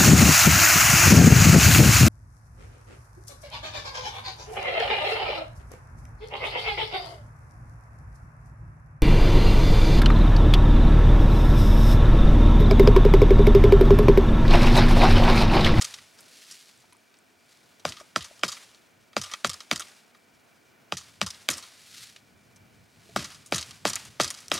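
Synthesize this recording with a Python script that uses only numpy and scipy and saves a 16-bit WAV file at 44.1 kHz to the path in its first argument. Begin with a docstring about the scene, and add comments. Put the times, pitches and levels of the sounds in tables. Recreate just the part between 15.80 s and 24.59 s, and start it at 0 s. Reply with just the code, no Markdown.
"""Wooden club driving a stone wedge into a sapling

Outdoors, a dry wooden club hits a stone wedge at the foot of a sapling, in runs of quick blows.
Each blow is a click and a crunch that ring club, trunk and stone, with low waves for the ground thump.
Short noise bursts make cracking fibres and bark, the rattling wedge and dropping chips.
Grainy noise makes tearing fibres, leaves and the sleeve; ticks and soft knocks come from handling.
Smooth coloured noise makes the far air and a little wind.
"""
import sys
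import numpy as np
from scipy import signal
from scipy.fft import rfft, irfft, next_fast_len
from scipy.io import wavfile

SR = 44100
rng = np.random.default_rng(int(sys.argv[2]) if len(sys.argv) > 2 else 0)


def put_to_file(sound):
    """Save the sound as 16-bit audio at rate SR, in the file named by the first command-line argument."""
    columns = np.atleast_2d(sound).T  # one column per channel
    safe = np.clip(columns, -1, 1)
    whole_steps = np.round(safe * 32767)
    wavfile.write(sys.argv[1], SR, whole_steps.astype(np.int16))


N = 387620   # length [samples]

# Far air: (frequency [Hz], level [dB per Hz]), before the bands below are raised or lowered
FAR_SPECTRUM = [(59, -20), (100, -15.5), (229, 0), (255, -1), (302, -3.5), (471, -4.5), (535, -7),
                (736, -7), (1150, -10.5), (1830, -10), (2990, -15), (4020, -29), (4670, -25), (7140, -34),
                (16000, -22)]
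# Bands standing out of the far air or sunk into it: (centre [Hz], width [Hz], change [dB])
FAR_BANDS = [(666, 75, 5), (1470, 150, 5.5), (1910, 140, -0.5), (2340, 110, 10.5), (4720, 150, -13)]
# How alike the far air is on left and right: (frequency [Hz], likeness [0 to 1])
FAR_LIKENESS = [(60, 0.37), (150, 0.57), (380, 0.8), (950, 0.49), (2380, 0.89), (5980, 0.67), (15000, 1.0)]
# Wind noise: (frequency [Hz], level [dB per Hz])
WIND_SPECTRUM = [(15, -59), (25, -54), (51, -10.5), (103, 3), (216, -3.5), (257, -8.5), (356, -17),
                 (400, -11), (520, -42), (880, -120)]
# Wind coming and going: (time [s], level [dB])
WIND_LEVEL = [(0, -48), (0.06, -66), (0.4, -76), (1.4, -78), (3.0, -73), (4.4, -77), (4.95, -70),
              (5.2, -62), (5.5, -69), (6.4, -65.5), (7.2, -62), (7.6, -61), (8.2, -58), (8.79, -66)]
# Rustle of the shaken leaves: (frequency [Hz], level [dB per Hz])
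LEAF_SPECTRUM = [(200, -36), (500, -7.5), (1200, -3), (2300, -1.5), (5000, -1.5), (9900, -8), (16000, -25)]
# Cracking fibres, rattling wedge, dropping chips:
# (time [s], level [dB], pitch [Hz], time to fall 60 dB [s], share ringing the wood and stone [dB])
CRACKS = [(0.0126, -17.5, 5150, 0.065, -15), (0.0207, -12.5, 5600, 0.03, -26),
          (0.045, -19.5, 5060, 0.068, -22), (0.1401, -25, 4000, 0.058, -20), (0.1865, -33, 2340, 0.04, -16),
          (0.3885, -38, 5540, 0.077, -10), (0.4066, -37, 10300, 0.035, -28),
          (0.712, -32.5, 5900, 0.11, -16), (1.1248, -40.5, 2520, 0.044, -23),
          (1.3416, -47, 3040, 0.072, -18), (1.9967, -45, 4800, 0.06, -8), (2.0905, -22, 5260, 0.04, -27),
          (2.1224, -22, 3200, 0.025, -19), (2.168, -35, 3560, 0.12, -8), (2.2002, -38.5, 5830, 0.12, -1),
          (2.4077, -28.5, 3200, 0.12, -13), (2.4274, -29, 7300, 0.03, -20),
          (2.4438, -30.5, 5130, 0.12, -7.5), (2.593, -40, 5280, 0.04, -10), (2.612, -43, 3500, 0.06, -12),
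          (2.6808, -21, 5200, 0.091, -11.5), (2.7188, -21.5, 5150, 0.098, -11),
          (2.7691, -34, 2530, 0.05, -12), (2.947, -41, 4500, 0.04, -16), (3.3313, -40.5, 2320, 0.036, -9),
          (3.4147, -21, 5050, 0.052, -11), (3.4364, -26.5, 5540, 0.07, -6),
          (3.461, -31.5, 4820, 0.09, -5.5), (3.4985, -36, 1850, 0.054, -16), (3.5146, -30, 4660, 0.12, -3),
          (3.5369, -17.5, 2600, 0.035, -8), (3.671, -23, 7270, 0.03, -12),
          (3.695, -16.5, 5600, 0.049, -14.5), (3.7142, -23.5, 3550, 0.04, -16),
          (3.7332, -23, 5410, 0.026, -19), (3.7414, -26, 5440, 0.031, -12), (3.805, -26, 4220, 0.053, -10),
          (3.96, -16, 5260, 0.04, -16.5), (3.9773, -26, 4880, 0.021, -17),
          (3.9965, -20, 6740, 0.028, -11.5), (4.0051, -24, 6850, 0.047, -6),
          (4.0196, -26, 3730, 0.04, -14.5), (4.084, -37, 6500, 0.042, -7), (4.348, -44.5, 2330, 0.044, -4),
          (5.1699, -23.5, 5030, 0.093, -12), (5.2111, -35, 4930, 0.066, -9),
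          (5.4638, -20.5, 5240, 0.086, -11), (5.5043, -24.5, 5130, 0.042, -23),
          (5.5448, -36, 4310, 0.05, -14), (5.7018, -15, 7400, 0.04, -18), (5.7104, -20, 7250, 0.055, -23),
          (5.7335, -22.5, 5550, 0.075, -26), (5.7713, -32, 8700, 0.064, -13),
          (5.7806, -26.5, 6000, 0.044, -11), (5.8262, -32.5, 4430, 0.055, -12),
          (6.3621, -33, 3070, 0.06, -22), (6.761, -42.5, 6300, 0.044, -25), (7.4442, -24, 5100, 0.12, -11),
          (7.503, -36.5, 5060, 0.12, -5), (7.5462, -36, 5240, 0.08, -8), (7.661, -34.5, 7300, 0.11, -22),
          (7.712, -40, 8000, 0.05, -25), (7.7456, -11.5, 5160, 0.03, -29), (7.7586, -14, 6850, 0.063, -14),
          (7.7812, -17, 4540, 0.079, -12.5), (7.8118, -21, 5140, 0.04, -25),
          (7.8276, -20, 4350, 0.036, -20), (7.9098, -28.5, 4760, 0.032, -13.5),
          (8.0687, -16, 4480, 0.04, -20), (8.0773, -15, 6100, 0.02, -25), (8.0888, -19, 7250, 0.049, -23),
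          (8.0983, -19.5, 5940, 0.044, -25), (8.1331, -17.5, 5090, 0.04, -14.5),
          (8.1562, -11.5, 7060, 0.024, -36), (8.1624, -20, 2070, 0.04, -12),
          (8.2512, -35, 7340, 0.055, -21), (8.414, -10, 5030, 0.048, -24), (8.4337, -18, 5140, 0.04, -24),
          (8.4447, -14.5, 5070, 0.079, -15), (8.4782, -20, 5200, 0.053, -27),
          (8.5038, -18, 7000, 0.04, -13), (8.542, -28, 5070, 0.04, -16), (8.5739, -34, 6460, 0.04, -17),
          (8.588, -32, 5030, 0.029, -13), (8.6042, -35, 6350, 0.04, -15), (8.6824, -25.5, 6250, 0.016, -35),
          (8.7, -36, 6500, 0.05, -22), (8.7394, -19, 7260, 0.052, -17), (8.7603, -23.5, 5160, 0.068, -30),
          (8.778, -23, 4200, 0.033, -13)]
# Notes of trunk, club and stone, ringing together:
# (pitch [Hz], level [dB], time to fall 60 dB [s], body [0 trunk, 1 club, 2 stone])
BODY_NOTES = [(324, -2, 0.013, 0), (460, -7, 0.063, 0), (588.5, 0.5, 0.03, 0), (828, 0, 0.029, 0),
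              (1041, -5.5, 0.018, 1), (1178, -1.5, 0.024, 1), (1406, -2.5, 0.022, 1),
              (1765, 1.5, 0.0056, 1), (2310, 4, 0.018, 2), (2990, 12, 0.0041, 2), (3896, 7, 0.0049, 2),
              (4860, 1, 0.02, 2), (5990, -3.5, 0.018, 2), (7340, 1.5, 0.0057, 2)]
# Sleeve against leaves: (frequency [Hz], level [dB per Hz])
SLEEVE_SPECTRUM = [(530, -57), (900, -20), (1040, -19), (1160, -11), (1750, -5.5), (2040, -4), (2360, -5),
                   (4520, -1), (10600, -10), (16000, -24)]
# Arm and sleeve brushing through leaves: (crest time [s], level [dB], rise [dB/s], fall [dB/s])
STROKES = [(0.72, -50, 30, 48), (1.72, -62, 100, 25), (6.224, -45, 55, 120), (7.34, -59, 45, 150)]
# Dry bark and needles snapping under the hand: (time [s], peak [dB], pitch [Hz])
SNAPS = [(0.976, -46.5, 7930), (1.0036, -51, 7350), (1.1304, -46, 9200), (1.1682, -48, 8540),
         (1.148, -52, 1000), (1.3698, -52, 5110), (1.3877, -47.5, 7610)]
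# Small dull knocks of handled wood: (time [s], peak [dB], pitch [Hz], time to fall 60 dB [s])
KNOCKS = [(1.041, -51, 854, 0.042), (1.124, -55, 990, 0.056), (2.21, -40.5, 590, 0.027),
          (2.51, -44, 580, 0.021), (4.535, -57, 207, 0.039), (7.291, -46.5, 430, 0.089)]
# Club on wedge: (time [s], knock peak [dB], trunk over stone [dB], club over stone [dB],
# direct click [dB], ground thump [dB], tearing [dB], time for tearing to fall 60 dB [s], leaf shake [dB])
BLOWS = [(2.052, -11.5, -1, 6, -23, -32, -31, 0.25, -55), (2.3605, -8.5, -6, 7, -20, -31, -26.5, 0.11, -54),
         (2.6343, -6, -2.5, 5, -25, -32.5, -20.5, 0.1, -49),
         (3.366, -9.5, 1, 8, -37, -30.5, -24.5, 0.089, -49.5),
         (3.6462, -7, -2, 7.7, -22, -32.5, -19.5, 0.076, -52),
         (3.9128, -4.5, -3, 3, -12.5, -31, -27.5, 0.17, -51),
         (5.1225, -11.5, -1.2, 5.3, -19, -32, -29.5, 0.086, -54),
         (5.4146, -6, -3.3, 3.2, -25, -30, -21.5, 0.07, -52),
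         (5.688, -4.5, -6.5, 3.5, 0.4, -33, -30.5, 0.27, -49),
         (7.3617, -9.9, 6.5, 8.3, -6, -28.5, -27.5, 0.27, -50),
         (7.7229, -9.5, 4.5, 3.8, -9, -29.5, -25.5, 0.23, -48),
         (8.0525, -8.9, 4.3, 7, -10, -27.5, -22, 0.18, -45),
         (8.3995, -7, 5.7, 7.5, -10, -28.5, -24.5, 0.23, -48),
         (8.7164, -5, 0.3, 3.3, -13, -30, -26, 0.27, -45)]
# Low waves in the soil, the lowest swelling latest: (pitch [Hz], level [dB], time to crest [s])
GROUND_WAVES = [(310, -4.5, 0.0024), (227.8, 8.5, 0.0075), (163.4, 3.5, 0.017), (119.6, -2, 0.026),
                (85.5, -7.5, 0.04)]
# Tearing fibres: (frequency [Hz], level [dB per Hz])
TEARING_SPECTRUM = [(120, -30), (200, -2), (519, -15), (623, -12), (806, -18), (1160, -10), (2090, -13),
                    (4950, -12), (5420, -11.5), (12400, -28), (14900, -48), (16000, -62)]
# Returns from ground and rock: (delay [s], level [dB])
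RETURNS = [(.00155, -16.5), (.0031, -14), (.0056, -17.5)]

FAR_DB, STILL_LEAVES_DB = -64.5, -68
EARLIER_BLOW_S, EARLIER_SHAKE_DB = -0.06, -45   # leaves still rustle from a blow just before the start
SHAKE_CREST_S, SHAKE_NARROW = 0.105, 1.95   # a higher power makes the swell narrower
SETTLE_DB, SETTLE_T60_S = -5, 1.5   # slower settling under the swell, relative to the shake
# Random snaps after every blow
SNAPS_PER_BLOW, SNAP_WAIT_S, SNAP_SPREAD_S = 6, 0.012, 0.07
SNAP_OVER_LEAVES_DB, SNAP_FADE_DB_PER_S = 18, 60
SNAP_LOW_HZ, SNAP_HIGH_HZ = 4700, 7000
CUTOFF_HZ = 16600


def from_db(db):
    """Turn a level in dB into a gain."""
    return 10 ** (np.asarray(db) / 20)


def rms_one(x):
    """Scale to an average strength (rms) of 1."""
    return x / np.sqrt(np.mean(x ** 2) + 1e-20)


def peak_one(x):
    """Scale so the highest peak is 1."""
    return x / np.max(np.abs(x))


def add(out, s, x):
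    """Mix a short sound in at time s."""
    i = round(s * SR)
    out[i:i + len(x)] += x[:N - i]


def bandpass(x, order, low_hz, high_hz):
    """Keep mainly what lies between two frequencies."""
    return signal.sosfilt(signal.butter(order, [low_hz, high_hz], "band", fs=SR, output="sos"), x)


def at_hz(points, hz):
    """Read a table between its points, on a log-frequency axis."""
    table = np.array(points)
    return np.interp(np.log(hz), np.log(table[:, 0]), table[:, 1])


def drift(rate_hz):
    """Slow random wandering with rms 1, computed at every 40th sample and joined by lines."""
    r = np.exp(-80 * np.pi * rate_hz / SR)
    chance = rng.standard_normal(N // 40 + 2002)
    slow = signal.lfilter([1], [1, -2 * r, r * r], chance)[2000:]   # skip the filter's start
    return np.interp(np.arange(N) / 40, np.arange(len(slow)), rms_one(slow))


def coloured(x, spectrum):
    """Shape noise or grains by a table of levels over frequency, with rms 1."""
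    size = next_fast_len(N)
    hz = np.maximum(np.arange(size // 2 + 1) * SR / size, 1)
    shaped = rfft(x, size) * from_db(at_hz(spectrum, hz))
    return rms_one(irfft(shaped, size)[..., :N])


def grains(per_s, spread_db, bed):
    """Random clicks of uneven size on a bed of smooth noise."""
    sizes_db = spread_db * np.minimum(rng.exponential(1, N), 4)
    sizes = from_db(sizes_db) * rng.choice([-1, 1], N)
    clicks = sizes * (rng.random(N) < per_s / SR)
    return rms_one(clicks) + bed * rng.standard_normal(N)


def lifted(x, bands):
    """Raise or lower a few bands against the rest."""
    size = next_fast_len(N)
    hz = np.arange(size // 2 + 1) * SR / size
    lift_db = sum(db / (1 + (2 * (hz - centre_hz) / width_hz) ** 2) for centre_hz, width_hz, db in bands)
    return irfft(rfft(x, size) * from_db(lift_db), size)[..., :N]


def surroundings():
    """Far air and wind: shared noise plus a second noise, flipped between sides, to make them differ."""
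    sides = np.array([[1], [-1]])
    apart = [(hz, 10 * np.log10((1 - min(c, .99)) / (1 + c))) for hz, c in FAR_LIKENESS]
    far_side_spectrum = [(hz, db + at_hz(apart, hz)) for hz, db in FAR_SPECTRUM]
    far_middle = coloured(rng.standard_normal(N), FAR_SPECTRUM)
    far_side = coloured(rng.standard_normal(N), far_side_spectrum)
    far = lifted(far_middle + from_db(-4) * sides * far_side, FAR_BANDS)
    wind_middle = coloured(rng.standard_normal(N), WIND_SPECTRUM)
    wind_side = coloured(rng.standard_normal(N), WIND_SPECTRUM)
    wind = wind_middle + from_db(-11) * sides * wind_side
    wind_db = np.interp(np.arange(N) / SR, *np.transpose(WIND_LEVEL))
    gusts = from_db(wind_db + 3.0 * drift(6.4))
    return from_db(FAR_DB + 0.97 * drift(2.3)) * far + gusts * wind


def leaves():
    """Every blow shakes the sapling: a grainy rustle swells, dies and settles."""
    t = np.arange(0, N + 64, 64) / SR   # a coarse clock is enough for loudness
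    power = from_db(STILL_LEAVES_DB) ** 2
    shakes = [(EARLIER_BLOW_S, EARLIER_SHAKE_DB)] + [(row[0], row[-1]) for row in BLOWS]
    for s, db in shakes:
        since = np.maximum(t - s, 0)
        swell = (since / SHAKE_CREST_S * np.exp(1 - since / SHAKE_CREST_S)) ** SHAKE_NARROW
        settle = from_db(SETTLE_DB - 60 * since / SETTLE_T60_S) * (1 - np.exp(-since / SHAKE_CREST_S))
        power = power + from_db(db) ** 2 * (swell ** 2 + settle ** 2)
    gain = np.interp(np.arange(N) / SR, t, np.sqrt(power))
    rustle = coloured(grains(3000, 1.7, bed=1.0), LEAF_SPECTRUM)
    return gain * from_db(1.4 * drift(30)) * rustle


def ring(x, hz, t60):
    """Resonance: a unit click sets a dying sine of starting height 1 ringing."""
    r, w = from_db(-60 / (t60 * SR)), 2 * np.pi * hz / SR
    return signal.lfilter([0, np.sin(w)], [1, -2 * r * np.cos(w), r * r], x + 1e-18)


def ring_bodies(push, extra_db, stretch):
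    """One push rings all notes of trunk, club and stone, with alternating signs and adjustable pitch."""
    out = 0
    for k, (hz, db, t60, body) in enumerate(BODY_NOTES):
        out = out + (-1) ** k * from_db(db + extra_db[k]) * ring(push, hz * stretch[k], t60)
    return out


def cracks():
    """A sharp click and a dying, lumpy spray in a broad band; part of it rings the club, stone and trunk."""
    out, t = np.zeros(N), np.arange(SR // 8) / SR
    noise = rng.standard_normal((len(CRACKS), 2, len(t)))
    bodies = [int(note[-1]) for note in BODY_NOTES]
    reach_db = np.array([-12, 6, -4])[bodies]   # trunk, club, stone
    for (s, db, hz, t60, ring_db), (spray, lumps) in zip(CRACKS, noise):
        lumpy = from_db(3.5 * rms_one(signal.lfilter([1], [1, -.97], lumps)))
        burst = spray * lumpy * from_db(-60 * t / t60)
        burst[0] += 7.0   # the sharp click
        bright = peak_one(bandpass(burst, 1, hz / 1.08, min(hz * 1.38, .45 * SR)))
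        bright = bright + .38 * peak_one(ring(burst, hz, 0.0056))   # the splinter's own note
        bright = peak_one(signal.sosfilt(signal.butter(2, 10500, fs=SR, output="sos"), bright))
        strength_db = reach_db + 2 * lumps[-len(BODY_NOTES):]   # reuse some noise as luck
        rung = ring_bodies(burst, strength_db, np.ones(len(BODY_NOTES)))
        add(out, s, from_db(db) * (bright + from_db(ring_db) * peak_one(rung)))
    return out


def brushing():
    """Dense leafy grains swell and fade with the arm's movement."""
    t = np.arange(N) / SR
    gain = sum(from_db(db - np.maximum(rise * (s - t), fall * (t - s))) for s, db, rise, fall in STROKES)
    leafy = coloured(grains(2500, 3.2, bed=0.7), SLEEVE_SPECTRUM)
    return gain * from_db(1.5 * drift(40)) * leafy


def loose_snaps():
    """Scatter snaps at random after each blow, later ones tending fainter, low pitches more likely."""
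    rows = []
    for blow, luck in zip(BLOWS, rng.random((len(BLOWS), SNAPS_PER_BLOW, 3))):
        for when, size, pitch in luck:
            wait = SNAP_WAIT_S - SNAP_SPREAD_S * np.log(1 - when)
            db = blow[-1] + SNAP_OVER_LEAVES_DB - SNAP_FADE_DB_PER_S * wait - 8.0 * size
            hz = SNAP_LOW_HZ * (SNAP_HIGH_HZ / SNAP_LOW_HZ) ** pitch ** 2
            rows.append((blow[0] + wait, db, hz))
    return [row for row in rows if row[0] < N / SR]


def snaps():
    """Each snap is a fast-dying tick of noise, under an octave wide."""
    out, t = np.zeros(N), np.arange(SR // 40) / SR
    rows = SNAPS + loose_snaps()
    sprays = rng.standard_normal((len(rows), len(t)))
    for (s, db, hz), spray in zip(rows, sprays):
        dying = spray * from_db(-60 * t / 0.0078)
        tick = bandpass(dying, 2, hz / 1.06, min(hz * 1.21, .45 * SR))
        add(out, s, from_db(db) * peak_one(tick))
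    return out


def knocks():
    """A soft contact and its rebound 3 ms later ring a low note and its overtone."""
    out, push = np.zeros(N), np.zeros(SR // 5)
    push[:40] = np.hanning(40)
    push = np.convolve(push, [1] + [0] * 130 + [.6])   # add the weaker rebound
    for s, db, hz, t60 in KNOCKS:
        knock = ring(push, hz, t60) - 0.4 * ring(push, 1.58 * hz, t60)
        add(out, s, from_db(db) * peak_one(knock))
    return out


def thump(t, rumble):
    """Low soil waves sink a little in pitch, each swelling and dying in its own time, over some rumble."""
    out = 0
    for (hz, db, crest_s), noise in zip(GROUND_WAVES, rumble):
        tune, strength, start = noise[:3]
        sinking_hz = hz * (1 + 0.056 * tune) * (1 + 0.15 * np.exp(-t / crest_s))
        turns = np.cumsum(sinking_hz) / SR
        low_noise = rms_one(bandpass(noise, 2, hz / 1.25, hz * 1.18))
        wave = np.sin(2 * np.pi * turns + 2 * start) + 0.46 * low_noise
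        swell = (t / crest_s * np.exp(1 - t / crest_s)) ** 2.5
        out = out + from_db(db + strength) * wave * swell
    return peak_one(out)


def blows():
    """A click and brief crunch as the wedge bites ring all bodies; then the soil thumps and fibres tear."""
    out, tearing = np.zeros((2, N))
    t = np.arange(SR // 4) / SR
    bodies = [int(note[-1]) for note in BODY_NOTES]
    luck = rng.standard_normal((len(BLOWS), 2, len(BODY_NOTES)))
    noises = rng.standard_normal((len(BLOWS), 1 + len(GROUND_WAVES), len(t)))
    for row, (strength, tune), (crunch, *rumble) in zip(BLOWS, luck, noises):
        s, db, trunk_db, club_db, click_db, thump_db, tear_db, tear_t60, shake_db = row
        push = .1 * crunch * np.exp(-t / .001)
        push[0] = 1   # the click
        extra_db = np.array([trunk_db, club_db, 0])[bodies] + strength
        # each note's pitch varies a little at random
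        rung = peak_one(ring_bodies(push, extra_db, 1 + .02 * tune))
        click = from_db(click_db) * peak_one(bandpass(push, 1, 1500, 8000))
        add(out, s, from_db(db) * peak_one(rung + click))
        add(out, s - .004, from_db(db - 28) * rung)   # a faint copy of the ring 4 ms before the blow
        add(out, s, from_db(thump_db) * thump(t, rumble))
        add(tearing, s, from_db(tear_db - 60 * t / tear_t60) * (1 - np.exp(-t / 0.0064)))
    fibres = coloured(grains(5000, 2.5, bed=.6), TEARING_SPECTRUM)
    return out + tearing * fibres * from_db(2 * drift(69))


def with_returns(x):
    """The direct sound and its duller returns from hard surfaces close by."""
    out = x.copy()
    dull = signal.sosfilt(signal.butter(1, 8000, fs=SR, output="sos"), x)
    for delay_s, db in RETURNS:
        add(out, delay_s, from_db(db) * dull)
    return out


def widening_tail(x):
    """A weak, thin, fast-dying noise tail, opposite in sign on the two sides, widens the near sounds."""
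    t = np.arange(SR // 25) / SR
    dying_noise = rng.standard_normal(len(t)) * from_db(-60 * t / .03)
    tail = signal.fftconvolve(x, dying_noise / np.sqrt(np.sum(dying_noise ** 2)))[:N]
    tail = signal.sosfilt(signal.butter(1, 400, "high", fs=SR, output="sos"), tail)
    return from_db(-23) * tail * np.array([[1], [-1]])


def scene():
    """Work at the tree in the centre, air around it."""
    hard_sounds = cracks() + snaps() + knocks() + blows()
    near = with_returns(hard_sounds) + leaves() + brushing()
    return near + widening_tail(near) + surroundings()


def record(dry):
    """The lowest bass is cut, the peaks are rounded, the top is cut."""
    thin = signal.sosfilt(signal.butter(2, 50, "high", fs=SR, output="sos"), dry)
    rounded = .6 * np.tanh(thin / .6)
    return signal.sosfilt(signal.cheby2(14, 60, CUTOFF_HZ, fs=SR, output="sos"), rounded)


dry = scene()
out = record(dry)
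put_to_file(out)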